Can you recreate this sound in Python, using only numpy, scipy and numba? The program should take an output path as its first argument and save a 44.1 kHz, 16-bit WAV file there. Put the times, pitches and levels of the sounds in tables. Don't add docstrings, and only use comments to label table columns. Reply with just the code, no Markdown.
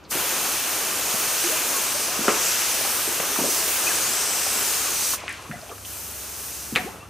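import sys
import numpy as np
from scipy import signal
from scipy.fft import rfft, irfft, next_fast_len
from scipy.io import wavfile
from scipy.ndimage import uniform_filter1d, map_coordinates
from numba import njit

SR = 44100
rng = np.random.default_rng(int(sys.argv[2]) if len(sys.argv) > 2 else 0)


def transcribe(u):
    v = np.clip(np.atleast_2d(u).T, -1, 1)
    q = np.round(v * 32767).astype(np.int16)
    wavfile.write(sys.argv[1], SR, q)


def elevation(decibels):
    levels = np.asarray(decibels, float)
    return 10 ** (levels / 20)


N = 312669

# time_s, flow_db, turn_to_board (0-1), echo_delay_ms, landing_force_db
NOZZLE = [(.25, -30, 0.06, 0.43, 2), (.6, -30, 0, 0.48, 1), (.95, -30.5, 0.06, 0.41, 1),
          (1.35, -29, 0.07, 0.46, 0), (1.5, -28.5, 0, 0.27, 0.5), (1.75, -29, 0.12, 0.31, 0.5),
          (1.95, -29.5, 0.2, 0.22, 0), (2.2, -28, 0.4, .175, -.5), (2.5, -27, 0.33, 0.16, -0.5),
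          (2.75, -28, 0.37, 0.2, -1), (3.0, -29, 0, 0.22, -0.5), (3.3, -29.5, 0.1, .32, 0),
          (3.7, -27.5, 0, 0.43, -1.1), (3.95, -28.5, 0.3, 0.49, -0.5), (4.2, -29, 0.5, 0.35, -1.5),
          (4.52, -29, 0.34, .365, -1), (4.75, -28, 0.3, 0.426, -2.5), (5.1, -28.5, 0.07, .5, -3.5)]
# pitch_hz, level_db (per Hz)
SPRAY_COLOUR = [(71, -40), (120, -22.5), (220, -12.5), (400, -4.5), (1200, 0.5), (3500, -6.5), (6300, -2.5),
                (10000, -3.5), (15500, -8)]
# pitch_hz, level_db
SPRAY_WIDTH = [(100, -9), (500, -10.5), (1500, -31), (4000, -6.5), (8000, -7.5), (14000, -0.5)]
# lowest_hz, highest_hz, drops_per_s, cycles_rung, size_scatter_db, share_over_hiss_db, flicker_db
MIST = (3998, 9795, 8993, 0.5, 3.5, -6, 0.95)
FINE_MIST = (9800, 15998, 8995, 0.5, 7.5, -7, 1)
SPLASH = (1531, 3993, 2488, 3, 3.0, -7, 0.35)
DRUMMING = (150, 1476, 906, 6.5, 2.5, -6, 1.06)
FINE_DB, FINE_TURN_DB = 0, -11.5
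SPLASH_DB, DRUM_DB, DRUM_FOLLOWS = -2.5, -5, 1.33
OPEN_S, OPEN_DB_S, SPURT_DB, SPURT_S, FLIGHT_S = 0.11, 1498, 0, 0.03, 0.0091
SHUT_S, SHUT_DB_S = 5.146, 529
# time_s, mist_db
SEEP = [
    (5.3, -68),
    (5.5, -53),
    (5.8, -48),
    (5.843, -47),
    (5.862, -41.5),
    (6.25, -39),
    (6.55, -39.5),
    (6.78, -42.5),
    (7.09, -61.5),
]
SEEP_FINE_DB, SEEP_SPLASH_DB, SEEP_DRUM_DB = 0.5, -5.5, -8.5
# peak_s, splash_db, rise_s (before the peak), fade_db_per_s,
# drumming_over_splash_db
RUNOFF = [
    (5.2, -42, 0.081, 35, -0.5),
    (5.31, -42.5, 0.037, 55, -8),
    (5.679, -51, .1, 43, 1),
    (6.775, -43, 0.028, 54, 4),
]
RUNOFF_MIST_DB = -4.5
DAMP_DB = (-74, -73, -70, -57)
ECHO_HZ, ECHO_SHARE, ECHO_TURN = 3240, 0.14, 0.42
REPEAT_PATH, PORT_LAG_MS = 2.1, 0.01
HAND_HZ, HAND_WIDTH_HZ, HAND_DB, HAND_TURN_DB = 7770, 1040, -3.5, 14.5

# pitch_hz, width_hz, level_db, t60_s
BOARD = [(278, 173, -8, 0.13), (460, 214, -5, 0.17), (730, 840, -6.5, 0.21), (1380, 780, -1.5, 0.13),
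         (2230, 1160, -7, 0.12)]
BOARD_LOW_HZ = 137
CONTACT_CYCLES = 0.45
# start_s, peak_db, brightness_db_per_octave, ring_length_factor
SLAPS = [
    (2.281, -8.5, -1, 1.1),
    (3.199, -14.5, 2.5, 0.46),
    (6.761, -16, -0.5, 0.88),
]
SLAP_RATTLE, SLAP_PIVOT_HZ = 0.52, 1020
# start_s, peak_db, ring_hz, t60_s
THUDS = [(.152, -25.5, 270, 0.11), (1.044, -34, 300, .05), (1.139, -27, 240, .077), (2.19, -20, 238, 0.22),
         (2.255, -19, 604, 0.2), (2.81, -20.5, 700, .06), (2.85, -25, 650, .06), (3.075, -23, 362, 0.19),
         (3.387, -18.5, 289, 0.44), (3.389, -17.5, 894, .08), (3.44, -17, 500, .17), (3.486, -23, 328, .08),
         (4.467, -20, 780, 0.055), (5.238, -26.5, 650, 0.082), (5.494, -25.5, 170, .25),
         (5.555, -36, 200, .15), (6.723, -23, 183, 0.56), (6.815, -33, 230, 0.17), (6.844, -28, 190, .2)]
# start_s, peak_db, ring_hz, t60_s
TICKS = [(.04, -44, 6000, .03), (5.135, -19.5, 1220, 0.1), (5.182, -35, 7000, .015),
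         (5.187, -33, 2300, .03), (5.204, -30, 4500, .015), (5.274, -35, 6500, .015),
         (5.293, -23.5, 9000, .015), (5.298, -24, 2020, 0.059), (5.31, -39, 9000, .015),
         (5.326, -29, 9500, .02), (5.34, -31, 2500, .03), (5.423, -37, 9500, .015), (5.44, -38, 4900, .015),
         (5.513, -22, 1690, .052), (5.615, -32, 4500, .015), (5.695, -32.5, 2800, .054),
         (5.781, -34, 1500, 0.043), (5.85, -27.5, 3150, .03), (6.753, -18, 3170, 0.053),
         (6.7635, -7.5, 2200, .04), (6.76, -21, 8050, .03), (6.769, -17, 1940, 0.13),
         (6.774, -19, 2230, 0.039)]
# start_s, peak_db, ring_hz, t60_s
SCUFFS = [(.048, -42.5, 4300, 0.11), (3.359, -21.5, 1100, 0.06), (5.18, -31, 2200, 0.38),
          (5.215, -36, 1100, 0.23), (5.284, -22, 1930, 0.18), (5.45, -35, 1140, 0.22),
          (5.56, -37, 1500, .2), (5.63, -34.5, 650, 0.28), (6.767, -15, 1920, 0.19),
          (6.762, -22, 4000, 0.11), (3.39, -24, 900, 0.16), (2.29, -18.5, 1300, 0.19),
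          (5.69, -35, 780, 0.18), (5.389, -33.5, 1080, .3), (5.519, -29.5, 1810, 0.35),
          (5.53, -31.5, 690, 0.14), (5.7, -35, 476, 0.26), (5.712, -33, 1200, 0.18),
          (6.748, -23, 1450, .12)]
# start_s, peak_db, ring_hz, t60_s
CRACKS = [
    (5.2805, -13, 2200, .03),
    (6.222, -24, 8000, .015),
    (6.7597, -1.5, 2300, .02),
    (2.2815, -6.5, 1300, .04),
    (3.2, -19, 1450, .08),
]
THUD, TICK, SCUFF, CRACK = (0.6, 0.48), (0.31, 0.43), (0.23, 0.9), (0.7, 0.1)
# start_s, peak_db, start_hz, end_hz, length_s
POCKETS = [(1.438, -27.5, 333, 370, 0.056), (1.475, -33, 370, 620, .055), (1.515, -29.5, 613, 660, 0.042),
           (1.742, -34, 1123, 1055, 0.066), (1.945, -30.5, 558, 650, 0.032),
           (2.983, -32.5, 1200, 1250, 0.028), (3.866, -22.5, 2470, 2500, 0.013),
           (3.875, -22.5, 2550, 2630, 0.014), (3.887, -25, 2200, 1880, .012),
           (4.879, -32, 1130, 1190, .015), (4.46, -31, 760, 820, 0.022), (5.523, -38, 1940, 2050, .045),
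           (5.71, -38.5, 1145, 1170, 0.033), (3.9, -26, 1800, 1500, 0.027), (5.619, -41, 613, 686, 0.034),
           (6.785, -29.5, 728, 755, 0.037), (6.849, -32.5, 279, 620, 0.0415), (6.869, -35, 700, 950, 0.033),
           (6.957, -45, 1285, 1290, 0.011), (6.996, -47, 2630, 2770, 0.047),
           (7.025, -42, 1150, 1250, 0.024), (7.048, -47, 1350, 1400, .025)]

YARD_T60_S, YARD_DB, YARD_HZ = 0.43, -18.5, 2500
# pitch_hz, level_db (per Hz)
AIR_COLOUR = [(45, -10.5), (100, 4), (250, -1.5), (600, -3), (1300, -7), (2500, -13.5), (6000, -25),
              (14000, -45)]
AIR_DB = -48
HUM_HZ, HUM_DB = 59.3, -63
# pitch_hz, wander_hz, level_db
ENGINE_TONES = [(69.4, 1.14, 4.5), (95.6, 1.38, 2.5)]
# time_s, level_db
ENGINE_LEVEL = [(0, -63), (3.4, -64), (4.6, -57.5), (5.4, -57), (6.2, -54), (7.09, -57)]

# pitch_hz, width_hz, level_db
HOUSING = [(1900, 510, -3), (2550, 950, 3), (3080, 850, 0.5), (950, 97, -1), (6080, 1050, 3),
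           (8360, 580, 2.5)]
# pitch_hz, width_hz, level_db
LEFT_PORT = [(370, 240, 2.5), (6740, 910, 1.5), (8650, 900, 2), (9330, 730, -6), (11900, 1300, -4),
             (14130, 4900, 7.5)]
# pitch_hz, width_hz, level_db
RIGHT_PORT = [(2200, 480, -4.5), (7660, 900, 0), (9000, 1300, 2.5), (11500, 1200, 2.5), (15300, 2200, -4)]
# from_hz, needed_hiss_db
TOP_BANDS = [(13900, -53.5), (14700, -43), (15300, -30.5)]
LOW_CUT_HZ, LAST_HZ = 40, 15750
TOP_HZ, OVER_TOP_DB = 15300, 2


def spray():
    gains = flows()
    kinds = (MIST, FINE_MIST, SPLASH, DRUMMING)
    mist, fine, splash, drum = (gain * drops(*kind) for gain, kind in zip(gains, kinds))
    width = np.array(SPRAY_WIDTH)
    wide = [(hz, db + np.interp(np.log(hz), np.log(width[:, 0]), width[:, 1])) for hz, db in SPRAY_COLOUR]
    side = colour(rng.standard_normal(N), wide) * elevation(-2.5)
    side = side * gains[0] * (gains[1] / gains[0]) ** 0.1
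    water = off_board(mist + fine) + splash + drum + side * np.array([[1], [-1]])
    return elevation(0.51 * walk(4.4) - 0.39) * water


def flows():
    t = np.arange(N) / SR

    def gate_db(late):
        opening = np.minimum(OPEN_DB_S * (t - OPEN_S - late), 0)
        return opening - SHUT_DB_S * np.maximum(t - SHUT_S, 0)

    jet_db = curve(NOZZLE, 1) + SPURT_DB * np.exp(-np.maximum(t - OPEN_S, 0) / SPURT_S)
    force_db = curve(NOZZLE, 4)
    in_air, landed = gate_db(0), gate_db(FLIGHT_S)
    jet = jet_db + np.array([in_air,
                             in_air + FINE_DB + FINE_TURN_DB * curve(NOZZLE, 2),
                             landed + SPLASH_DB + force_db,
                             landed + DRUM_DB + DRUM_FOLLOWS * force_db])
    seep = curve(SEEP, 1) + np.array([[0], [SEEP_FINE_DB], [SEEP_SPLASH_DB], [SEEP_DRUM_DB]])
    power = elevation(2 * jet) + elevation(2 * seep) * (t > SHUT_S) + elevation(2 * np.array(DAMP_DB))[:, None]
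    for s, db, rise, fade_db, drum_db in RUNOFF:
        run = np.clip(1 + (t - s) / rise, 0, 1) * elevation(db - fade_db * np.maximum(t - s, 0))
        shares = np.array([[elevation(RUNOFF_MIST_DB)], [0], [1], [elevation(drum_db)]])
        power = power + (run * shares) ** 2
    return np.sqrt(power)


def drops(lo_hz, hi_hz, rate, cycles, scatter_db, share_db, flicker_db):
    when, pitch, size = rng.random((3, int(rate * N / SR)))
    hz = lo_hz * (hi_hz / lo_hz) ** pitch
    size_db = scatter_db * np.minimum(-np.log(1 - size), 4)
    grains = rings((when * N).astype(np.int64), hz, elevation(size_db), 1. * cycles, 0.25)
    grains = elevation(share_db) * colour(grains, SPRAY_COLOUR, lo_hz, hi_hz)
    hiss = colour(rng.standard_normal(N), SPRAY_COLOUR, lo_hz, hi_hz)
    return elevation(flicker_db * walk(12)) * (grains + hiss) / np.sqrt(1 + elevation(2 * share_db))


@njit
def rings(start, hz, size, cycles, glide):
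    out = np.zeros(N)
    for k in range(len(start)):
        turn = 2 * np.pi * hz[k] / SR
        n = int(2 * cycles * SR / hz[k])
        z, p = 1. + 0j, np.exp(1j * turn - 5. / n)
        bend = np.exp(1j * turn * glide / n)
        for i in range(start[k], min(start[k] + n, N)):
            out[i] += size[k] * z.imag
            z, p = z * p, p * bend
    return out


def off_board(x):
    turned = curve(NOZZLE, 2)
    share = np.clip((ECHO_SHARE + ECHO_TURN * turned) * elevation(0.79 * walk(5.3)), 0, 0.8)
    share = share * (np.arange(N) < SHUT_S * SR)
    mirrored = signal.filtfilt(*signal.butter(1, ECHO_HZ, "high", fs=SR), x)
    lag = (curve(NOZZLE, 3) + PORT_LAG_MS * np.array([[1], [-1]])) * SR / 1000
    late = 0
    for path in (1, REPEAT_PATH):
        late = late + share ** path * map_coordinates(mirrored, [np.arange(N) - path * lag], order=3)
    hand_band = signal.lfilter(*signal.iirpeak(HAND_HZ, HAND_HZ / HAND_WIDTH_HZ, SR), x)
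    shaded = (elevation(HAND_DB + HAND_TURN_DB * turned) - 1) * hand_band
    return (x + late + shaded * np.array([[1], [0]])) / np.sqrt(1 + share ** 2 / 2)


def knocks():
    out = np.zeros(N + SR)
    for s, peak_db, tilt_db, longer in SLAPS:
        for hz, width, db, t60 in BOARD:
            level_db = peak_db + db + tilt_db * np.log2(hz / SLAP_PIVOT_HZ)
            add_blow(out, s, level_db, hz, width, t60 * longer, SLAP_RATTLE)
    for blows, (wide, rattle) in ((THUDS, THUD), (TICKS, TICK), (SCUFFS, SCUFF), (CRACKS, CRACK)):
        for s, peak_db, hz, t60 in blows:
            add_blow(out, s, peak_db, hz, wide * hz, t60, rattle)
    return signal.lfilter(*signal.butter(2, BOARD_LOW_HZ, "high", fs=SR), out[:N])


def add_blow(out, s, peak_db, hz, width, t60, rattle):
    t = np.arange(SR // 2) / SR
    bounces = rng.standard_normal(len(t)) * elevation(3.5 * rng.standard_normal(len(t) // 50).repeat(50))
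    push = rattle * bounces * elevation(-60 * t / t60) * np.sqrt(width / SR)
    push[0] += 1.2 - rattle
    push = np.convolve(push, np.hanning(3 + int(CONTACT_CYCLES * SR / hz)))[:len(t)]
    ring = signal.lfilter(*signal.iirpeak(hz, hz / width, SR), push)
    ring = signal.lfilter(*signal.iirpeak(hz, hz / width / 2, SR), ring)
    loudest = ring[np.abs(ring).argmax()]
    out[int(s * SR):int(s * SR) + len(t)] -= elevation(peak_db) * ring / loudest


def pockets():
    out = np.zeros(N + SR)
    for s, peak_db, start_hz, end_hz, length in POCKETS:
        u = np.arange(int(length * SR)) / (length * SR)
        phase = 2 * np.pi * np.cumsum(start_hz * (end_hz / start_hz) ** u) / SR
        swell = np.sin(np.pi * u ** 0.74)
        out[int(s * SR):int(s * SR) + len(u)] += elevation(peak_db) * swell * np.sin(phase)
    return out[:N]


def yard(x):
    t = np.arange(SR // 2) / SR
    mid, side = rng.standard_normal((2, len(t))) * elevation(-60 * t / YARD_T60_S) * np.clip(t / 0.031, 0, 1)
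    tail = mid + 0.69 * side * np.array([[1], [-1]])
    tail = signal.lfilter(*signal.butter(1, YARD_HZ, fs=SR), tail)
    tail = tail / np.sqrt(np.sum(tail[0] ** 2))
    return elevation(YARD_DB) * signal.fftconvolve(x[None], tail)[:, :N]


def outdoors():
    mid, side = colour(rng.standard_normal((2, N)), AIR_COLOUR)
    air = elevation(AIR_DB + 1.0 * walk(3.7)) * (mid + 0.31 * side * np.array([[1], [-1]]))
    hum = elevation(HUM_DB + 4 + 0.87 * walk(2.1)) * np.sin(2 * np.pi * HUM_HZ * np.arange(N) / SR)
    engine = np.zeros(N)
    for hz, wander, db in ENGINE_TONES:
        phase = 2 * np.pi * np.cumsum(hz + wander * walk(5.5)) / SR
        engine += elevation(db + 2.8 * walk(3.2)) * np.sin(phase)
    return air + hum + elevation(curve(ENGINE_LEVEL, 1)) * engine


def curve(table, column):
    rows = np.array(table)
    return np.interp(np.arange(N) / SR, rows[:, 0], rows[:, column])


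def colour(x, table, lo_hz=1, hi_hz=30000):
    size = next_fast_len(N)
    hz = np.fft.rfftfreq(size, 1 / SR) + 1e-3
    rows = np.array(table)
    gain = elevation(np.interp(np.log(hz), np.log(rows[:, 0]), rows[:, 1]))
    gain /= np.sqrt((1 + (lo_hz / hz) ** 8) * (1 + (hz / hi_hz) ** 8))
    y = irfft(rfft(x, size) * gain, size)[..., :N]
    return y / np.sqrt(np.mean(y ** 2))


def walk(rate):
    hold = int(SR / rate)
    steps = np.repeat(rng.standard_normal(N // hold + 1), hold)
    return 1.3 * uniform_filter1d(uniform_filter1d(steps, hold), hold)[:N]


def scene():
    water = spray()
    handling = knocks() + pockets()
    return water + handling + yard(handling + 0.5 * water.mean(axis=0)) + outdoors()


def bell(hz, width, db):
    w, a = 2 * np.pi * hz / SR, elevation(db / 2)
    k = np.sin(w) * width / hz / 2
    middle = -2 * np.cos(w)
    return np.array([1 + k * a, middle, 1 - k * a, 1 + k / a, middle, 1 - k / a]) / (1 + k / a)


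def tops(ports):
    size = next_fast_len(N)
    hz = np.fft.rfftfreq(size, 1 / SR)
    tones = rfft(ports, size) * (hz < LAST_HZ) / np.sqrt(1 + (LOW_CUT_HZ / (hz + 1)) ** 16)

    def band(lo, hi):
        return irfft(tones * (hz >= lo) * (hz < hi), size)[:, :N]

    hiss = np.sqrt(uniform_filter1d(band(10000, 13900).mean(axis=0) ** 2, 4096) + 1e-18)
    edges = [row[0] for row in TOP_BANDS] + [LAST_HZ]
    out = band(0, edges[0])
    for (lo, needs_db), hi in zip(TOP_BANDS, edges[1:]):
        is_open = uniform_filter1d(1. * (hiss > elevation(needs_db)), 1024)
        out = out + band(lo, hi) * is_open * elevation(OVER_TOP_DB * (lo >= TOP_HZ))
    return out


def roll_off(x):
    return signal.sosfilt(signal.butter(12, 16450, fs=SR, output="sos"), x)


def record(dry):
    ports = []
    for port, x in zip((LEFT_PORT, RIGHT_PORT), dry):
        ports.append(signal.sosfilt([bell(*row) for row in HOUSING + port], x))
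    mix = tops(np.array(ports))
    return roll_off(mix)


dry = scene()
out = record(dry)
transcribe(out)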